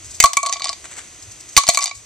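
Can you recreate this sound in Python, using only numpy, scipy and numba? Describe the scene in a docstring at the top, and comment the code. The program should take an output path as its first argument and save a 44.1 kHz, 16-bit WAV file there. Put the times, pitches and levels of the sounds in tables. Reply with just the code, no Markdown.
"""A quiet room, a stereo microphone close to a plastic cup over a wooden table.
Fingers shift on the cup, then at 0.2 s a child drops a hard die in: it clips the rim, clacks off the
wall, drums on the base and rattles to rest. Near 0.9 s a hand scuffs the table; the fingers shift again
and at 1.57 s the die drops a second time. In both drops the hardest blows overload the microphone,
and its gain control ducks the room after them."""
import sys
import numpy as np
from scipy import signal
from scipy.fft import rfft, irfft
from scipy.io import wavfile
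from scipy.ndimage import uniform_filter1d, minimum_filter1d
from numba import njit

SR = 44100
rng = np.random.default_rng(int(sys.argv[2]) if len(sys.argv) > 2 else 0)


def wrap_up_sound(samples):
    """Save the sound to the file named by the first command line argument, as 16-bit audio."""
    columns = np.atleast_2d(samples).T
    # keep every value between -1 and 1, then stretch to whole-number steps
    tamed = np.clip(columns, -1, 1)
    steps = np.round(tamed * 32767).astype(np.int16)
    wavfile.write(sys.argv[1], SR, steps)


N = 90404


def amp(db):
    """Decibels to gain."""
    return 10 ** (np.asarray(db) / 20)


def read(points, hz):
    """A table's value at hz, on a log-frequency axis."""
    f, value = np.transpose(points)
    return np.interp(np.log(hz + 1), np.log(f), value)


def unit_power(x):
    """Scales to a mean square of one."""
    return x / np.sqrt(np.mean(x ** 2) + 1e-20)


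def add(mix, s, sound):
    """Mixes a sound in at time s."""
    part = mix[:, max(round(s * SR), 0):][:, :sound.shape[-1]]
    part += sound[..., :part.shape[1]]


def mode(t, hz, t60):
    """One dying sine."""
    return np.exp(-np.log(1000) * t / t60) * np.sin(2 * np.pi * hz * t)


def colour(x, db_of, size=2048):
    """Causal filter whose gain in dB is a function of frequency."""
    log_gain = np.log(amp(db_of(abs(np.fft.fftfreq(size, 1 / SR)))))
    taps = np.fft.ifft(np.exp(np.conj(signal.hilbert(log_gain)))).real[:size // 2]
    return signal.fftconvolve(x, taps[None], axes=1)[:, :x.shape[1]]


def noise(size, spread):
    """Stereo noise: one shared part, and one for each side."""
    z = rng.standard_normal((3, size))
    return unit_power(z[0] + spread * z[1:])


def hiss(spectrum, spread):
    """Steady stereo noise of a given colour."""
    gain = amp(read(spectrum, np.fft.rfftfreq(N, 1 / SR)))
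    return unit_power(irfft(rfft(noise(N, spread)) * gain, N))


def swells(rows):
    """A level that rises to each peak and falls away."""
    t = np.arange(N) / SR
    return sum(amp(db) * np.exp(-np.maximum((s - t) / rise, (t - s) / fall))
               for s, rise, fall, db in rows)


# the quiet room at the microphone (frequency [Hz], level [dB])
ROOM_TONE_COLOUR = [(15, -31), (25, -10.5), (75, 4), (221, -9), (305, -2.5), (566, -10.5), (647, -7),
                    (943, -13.5), (1020, -9.5), (1750, -12), (1900, -8.5), (2290, -8.5), (2690, -9),
                    (3920, -12.5), (6360, -1), (13900, -31.5), (15400, -69.5)]
def room_tone():
    """A faint, steady hiss behind everything."""
    return amp(-42.5) * hiss(ROOM_TONE_COLOUR, spread=0.58)


# background rumbles (time [s], rise [s], fall [s], level [dB])
RUMBLE_SWELLS = [(.06, 0.07, .1, -44), (1.29, 0.083, 0.049, -48), (1.97, 0.035, 0.036, -42.5)]
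# their colour (frequency [Hz], level [dB])
RUMBLE_COLOUR = [(25, -20.5), (58, -3), (80, -3), (100, 5.5), (135, -12), (400, -40), (2000, -70)]
def rumble():
    """Low noise that swells now and then."""
    return swells(RUMBLE_SWELLS) * hiss(RUMBLE_COLOUR, spread=0.5)


# decay of the room around the table (frequency [Hz], t60 [s])
TAIL_T60 = [(200, 0.15), (1000, 0.22), (3000, 0.23), (7000, 0.26), (14000, 0.11)]
# colour of its tail (frequency [Hz], gain [dB])
TAIL_COLOUR = [(200, -15), (700, -16.5), (1100, -15), (2500, -10.5), (6500, -17.5), (14000, -11)]
def room_tail(near):
    """A small furnished room: a diffuse tail, each band dying at its own speed."""
    hz, t, bands = signal.stft(rng.standard_normal((2, SR // 2)), SR, nperseg=256)
    decay = np.exp(-np.log(1000) * t / read(TAIL_T60, hz)[:, None])
    tail = signal.istft(bands * decay, SR, nperseg=256)[1]
    tail *= np.clip(np.arange(tail.shape[1]) / SR / 0.004 - 0.5, 0, 1)  # fades in from 2 to 6 ms
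    tail = colour(tail / np.linalg.norm(tail[0]), lambda f: read(TAIL_COLOUR, f))
    return signal.fftconvolve(near, tail, axes=1)[:, :N]


# a hand on the wooden table (time [s], rise [s], fall [s], level [dB])
TABLE_SCUFFS = [(.843, 0.0015, 0.0058, -37.5), (.855, 0.0053, 0.0076, -33), (.928, 0.019, 0.013, -34.5),
                (.975, 0.012, 0.054, -37.5), (.989, 0.0077, 0.0059, -29)]
# its colour (frequency [Hz], level [dB])
SCUFF_COLOUR = [(100, -12), (400, -3.5), (800, 0), (1400, 2.5), (2200, 3.5), (3200, -3.5), (4500, -3.5),
                (8000, 4), (12000, -34), (16000, -26)]
# fingers shifting on the cup (time [s], rise [s], fall [s], level [dB])
CUP_RUSTLES = [(.06, 0.015, .012, -37), (.115, 0.018, .014, -35), (.148, .008, 0.028, -34),
               (1.225, .001, 0.0084, -31), (1.32, 0.0081, 0.0079, -36), (1.406, 0.0013, 0.0078, -32),
               (1.492, .006, 0.011, -36), (1.53, 0.0083, 0.032, -40.5), (1.953, .007, 0.033, -32)]
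# their colour (frequency [Hz], level [dB])
RUSTLE_COLOUR = [(200, -31.5), (1500, -30), (2800, -17.5), (4400, -4), (5400, 6.5), (6300, 4.5),
                 (8000, 1.5), (10000, -13.5), (15000, -24)]
def skin_rub(strokes, spectrum, grain_db):
    """Skin rubbing close by: grainy noise that swells and fades with each stroke."""
    roughness = unit_power(uniform_filter1d(rng.standard_normal(N), size=60))
    grains = unit_power(amp(grain_db * roughness))
    return swells(strokes) * grains * hiss(spectrum, spread=0.49)


# the falling die clips the rim (time [s], level [dB])
RIM_BLOWS = [(0.2019, -3.5), (1.567, -7.5)]
# rim modes (frequency [Hz], level [dB], t60 [s])
RIM_MODES = [(2060, -5.5, 0.068), (2152, -1.5, 0.064), (2590, 3.5, .02), (3010, -11.5, .035)]
def rim_blows():
    """A glancing blow rings the rim as each drop begins."""
    out, t = np.zeros((2, N)), np.arange(SR // 4) / SR
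    for s, db in RIM_BLOWS:
        add(out, s, sum(amp(db + level) * mode(t, hz, t60) for hz, level, t60 in RIM_MODES))
    return out


# die on plastic, heard close (frequency [Hz], gain [dB])
CLICK_COLOUR = [(100, -50), (450, -38.5), (700, 2.5), (1500, -11.5), (2200, -4.5), (3200, -4.5), (4500, 0),
                (8000, 1), (10000, -5.5), (13500, -14.5), (15500, -22)]
# cup wall modes (frequency [Hz], level [dB])
WALL_MODES = [(2030, -24), (2350, -22), (3040, -26.5), (3650, -19.5), (4030, -20.5), (4660, -12.5),
              (4900, -25.5), (5420, -20), (5860, -23.5), (6120, -18.5), (6530, -18), (7070, -21),
              (7480, -31), (7950, -26.5)]
def clack(db, focus_hz, ring_db):
    """A hard crack, its echo inside the cup and a short buzz, over the ringing wall."""
    crack_s, echo_delay_s, buzz_s = 0.0016, 0.004, 0.0063
    t = np.arange(SR // 8) / SR
    crack = np.exp(-t / crack_s)
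    echo = (t > echo_delay_s) * amp(-7) * np.exp(-np.maximum(t - echo_delay_s, 0) / crack_s)
    buzz = amp(-15.5) * np.exp(-t / buzz_s)
    burst = noise(len(t), spread=0.19) * np.sqrt(crack ** 2 + echo ** 2 + buzz ** 2)
    ripple_hz = 702 * (1 + rng.random())  # each contact has its own colour
    cutoff_hz = 11500 * 2 ** (0.21 * db)  # lighter contacts last longer and so carry less treble

    def contact_db(f):
        focus = 12.5 * np.exp(-(np.log2((f + 1) / focus_hz) / 0.25) ** 2)
        ripple = 0.5 * np.cos(2 * np.pi * f / ripple_hz)
        treble_loss = 10 * np.log10(1.5 + (f / cutoff_hz) ** 10)
        return read(CLICK_COLOUR, f) + focus + ripple - treble_loss

    ring = 0
    for hz, level in WALL_MODES:
        gain = amp(level + rng.standard_normal((2, 1))) * rng.choice([-1, 1])
        detune = 1 + 0.0031 * rng.standard_normal()
        ring += gain * mode(t, hz * detune, t60=0.036)
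    return amp(db) * (amp(-3.5) * colour(burst, contact_db) + amp(ring_db) * ring)


# die against the wall (time [s], level [dB], click focus [Hz], relative wall ring [dB])
WALL_HITS = [(.2015, 13.5, 6830, -2), (.2270, 3, 6100, -6.5), (.2422, 5, 6100, -20),
             (0.2572, 9.5, 6300, 2.5), (0.333, 4.5, 5370, -4), (0.3702, 6, 6600, -6),
             (.4620, -2, 6300, 3.5), (0.487, -12.5, 6500, 5.5), (0.5214, -9, 6200, -2),
             (0.5261, -1, 5870, 2.5), (.5350, -3, 5960, -10), (0.5421, -9, 5800, 0),
             (0.5677, -8.5, 4630, -3.5), (.5967, -12, 5500, 0.5), (0.62, -6, 4700, -2),
             (.6345, -18, 6300, 5), (0.6432, -2, 5180, -6), (0.6543, -4, 4750, -9),
             (0.6703, -10.5, 4360, 2), (0.6825, -9.5, 4200, -1), (.6920, -3, 4860, -35),
             (.7294, -11.5, 4500, -0.5), (1.5658, 13.5, 5100, -4.5), (1.5778, 15, 6320, 4.5),
             (1.5842, 13, 4900, -5), (1.6200, -8, 6300, 1), (1.6354, -1.5, 6000, -3),
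             (1.6680, -0.5, 4800, 0), (1.6780, 5, 5100, -5), (1.6990, -2, 6500, 16.5),
             (1.7370, 0.5, 7640, -18), (1.7465, 7.5, 4850, 1.5), (1.7555, -0.5, 5500, 2),
             (1.7885, 0, 6500, 0), (1.807, -1, 5350, -3), (1.8160, -4, 5000, -1), (1.8190, -12.5, 5400, 13),
             (1.8248, 0.5, 5250, 1), (1.8332, -1.5, 5360, -2), (1.8575, 0, 4900, -0.5),
             (1.8637, -19, 5100, 5), (1.8692, -9, 5200, 7.5), (1.8780, -4, 4980, -2),
             (1.8940, -14.5, 4900, 7)]
def wall_clacks():
    """The die rattles against the cup wall."""
    out = np.zeros((2, N))
    for s, db, focus_hz, ring_db in WALL_HITS:
        add(out, s, clack(db, focus_hz, ring_db))
    return out


# die on the base (time [s], click level [dB], ring length [factor], levels of modes 1-4 [dB])
BASE_HITS = [(0.2391, 19.5, 0.75, 12, 20.5, 3.5, 12.5), (0.3694, 10, 0.93, -18, 3, 4, -10.5),
             (0.4303, -1, 1.27, -12.5, -5, -16, -20), (0.4528, -6.5, 0.51, -17, -9.5, -28, -19),
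             (0.4658, 0, 1.38, -19, -8, -29, -14), (.4947, -4, 1.29, -22, -9, -35, -23),
             (.5570, -24, 1.09, -25, -21, -24, -29), (0.6053, -20, 0.42, -25.5, -17.5, -28, -18),
             (.6205, -8, 2.5, -37, -36, -27, -33), (0.658, -28, 0.55, -19.5, -17, -27, -34),
             (0.695, -18, 1.08, -27.5, -20.5, -41, -25), (1.5750, 21.5, 0.95, 0.5, 11.5, 2.5, 10.5),
             (1.637, -12, 0.35, -15.5, -3.5, -9, -6), (1.6881, 22.5, 0.53, 14.5, 3, 5.5, 17.5),
             (1.7731, 9, 0.61, -7.5, 2, 3, 2.5), (1.7890, -19, 1, -22, -6, -11, -15),
             (1.8155, -14, 2.4, -24, -14, -26, -18), (1.841, 2, .7, -31, -11, -22, -16),
             (1.865, -17, 0.35, -38, -19, -24, -28), (1.9116, -6, 0.69, -31, -20.5, -13.5, -44.5)]
# cup base modes (frequency [Hz], t60 at ring length 1 [s])
BASE_MODES = [(680, 0.054), (1121, 0.1), (2290, 0.063), (4275, 0.041)]
def base_knocks():
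    """The base rings like a small drum; where the die lands sets each mode's level."""
    out, t = np.zeros((2, N)), np.arange(SR // 4) / SR
    rise, pan = 1 - np.exp(-t / 0.0013), amp([[-0.5], [0]])
    for s, click_db, length, *mode_db in BASE_HITS:
        drum = sum(amp(db) * mode(t, hz, t60 * length) for (hz, t60), db in zip(BASE_MODES, mode_db))
        add(out, s, drum * rise * pan)
        add(out, s, clack(click_db, focus_hz=6450, ring_db=-20.5))
    return out


def die_in_cup():
    """Rim, wall and base together; the small cup radiates little bass."""
    radiation = signal.butter(4, 507, "high", fs=SR, output="sos")
    return signal.sosfilt(radiation, rim_blows() + wall_clacks() + base_knocks())


def scene():
    """Cup and hands close to the microphone, the quiet room behind them."""
    near = die_in_cup()
    near += skin_rub(TABLE_SCUFFS, SCUFF_COLOUR, grain_db=4)
    near += skin_rub(CUP_RUSTLES, RUSTLE_COLOUR, grain_db=1.5)
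    return near + room_tail(near) + rumble() + room_tone()


@njit
def ducking(over_db):
    """Gain reduction in dB: too slow for a blow's first milliseconds, slower still to recover."""
    attack_s, recover_db_per_s = 0.0089, 30.5
    out, duck = np.zeros(len(over_db)), 0.
    for i in range(len(over_db)):
        climb = max(over_db[i] - duck, 0.) / attack_s
        duck = max(duck + (climb - recover_db_per_s) / SR, 0.)
        out[i] = duck
    return out


def overload(x, ceiling=0.9, hardness=24):
    """Peaks clip and push a bias mostly into the left channel, heard as a thump."""
    excess = uniform_filter1d(np.maximum(abs(x) - ceiling, 0), size=32, axis=1)
    x = x - np.array([[0.51], [0.05]]) * excess
    return x / (1 + abs(x / ceiling) ** hardness) ** (1 / hardness)


# resonances of the two microphone ports (frequency [Hz], gain [dB])
LEFT_PORT = [(1000, -1), (4000, 1), (6200, -4.5), (7000, 3.5), (7800, 8), (9000, 6.5), (10000, 3.5),
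             (13800, 2.5), (15000, -13)]
RIGHT_PORT = [(1000, -0.5), (4000, 2.5), (5500, -6), (6300, 5), (7200, -2), (8200, -3), (10000, -13),
              (13800, -10), (15000, -15.5)]
def record(dry):
    """The close stereo microphone: port resonances, gain control, overload, then the band limit."""
    threshold_db, edge_hz = 1, 15600
    x = np.vstack([colour(dry[:1], lambda f: read(LEFT_PORT, f)),
                   colour(dry[1:], lambda f: read(RIGHT_PORT, f))])
    peak_db = 20 * np.log10(1e-9 - minimum_filter1d(-abs(x).max(0), size=40))
    ducked = x / amp(ducking(peak_db - threshold_db))
    band_limit = signal.firwin(255, edge_hz, window=("kaiser", 8), fs=SR)
    return signal.oaconvolve(overload(ducked), band_limit[None], "same")


dry = scene()
out = record(dry)
wrap_up_sound(out)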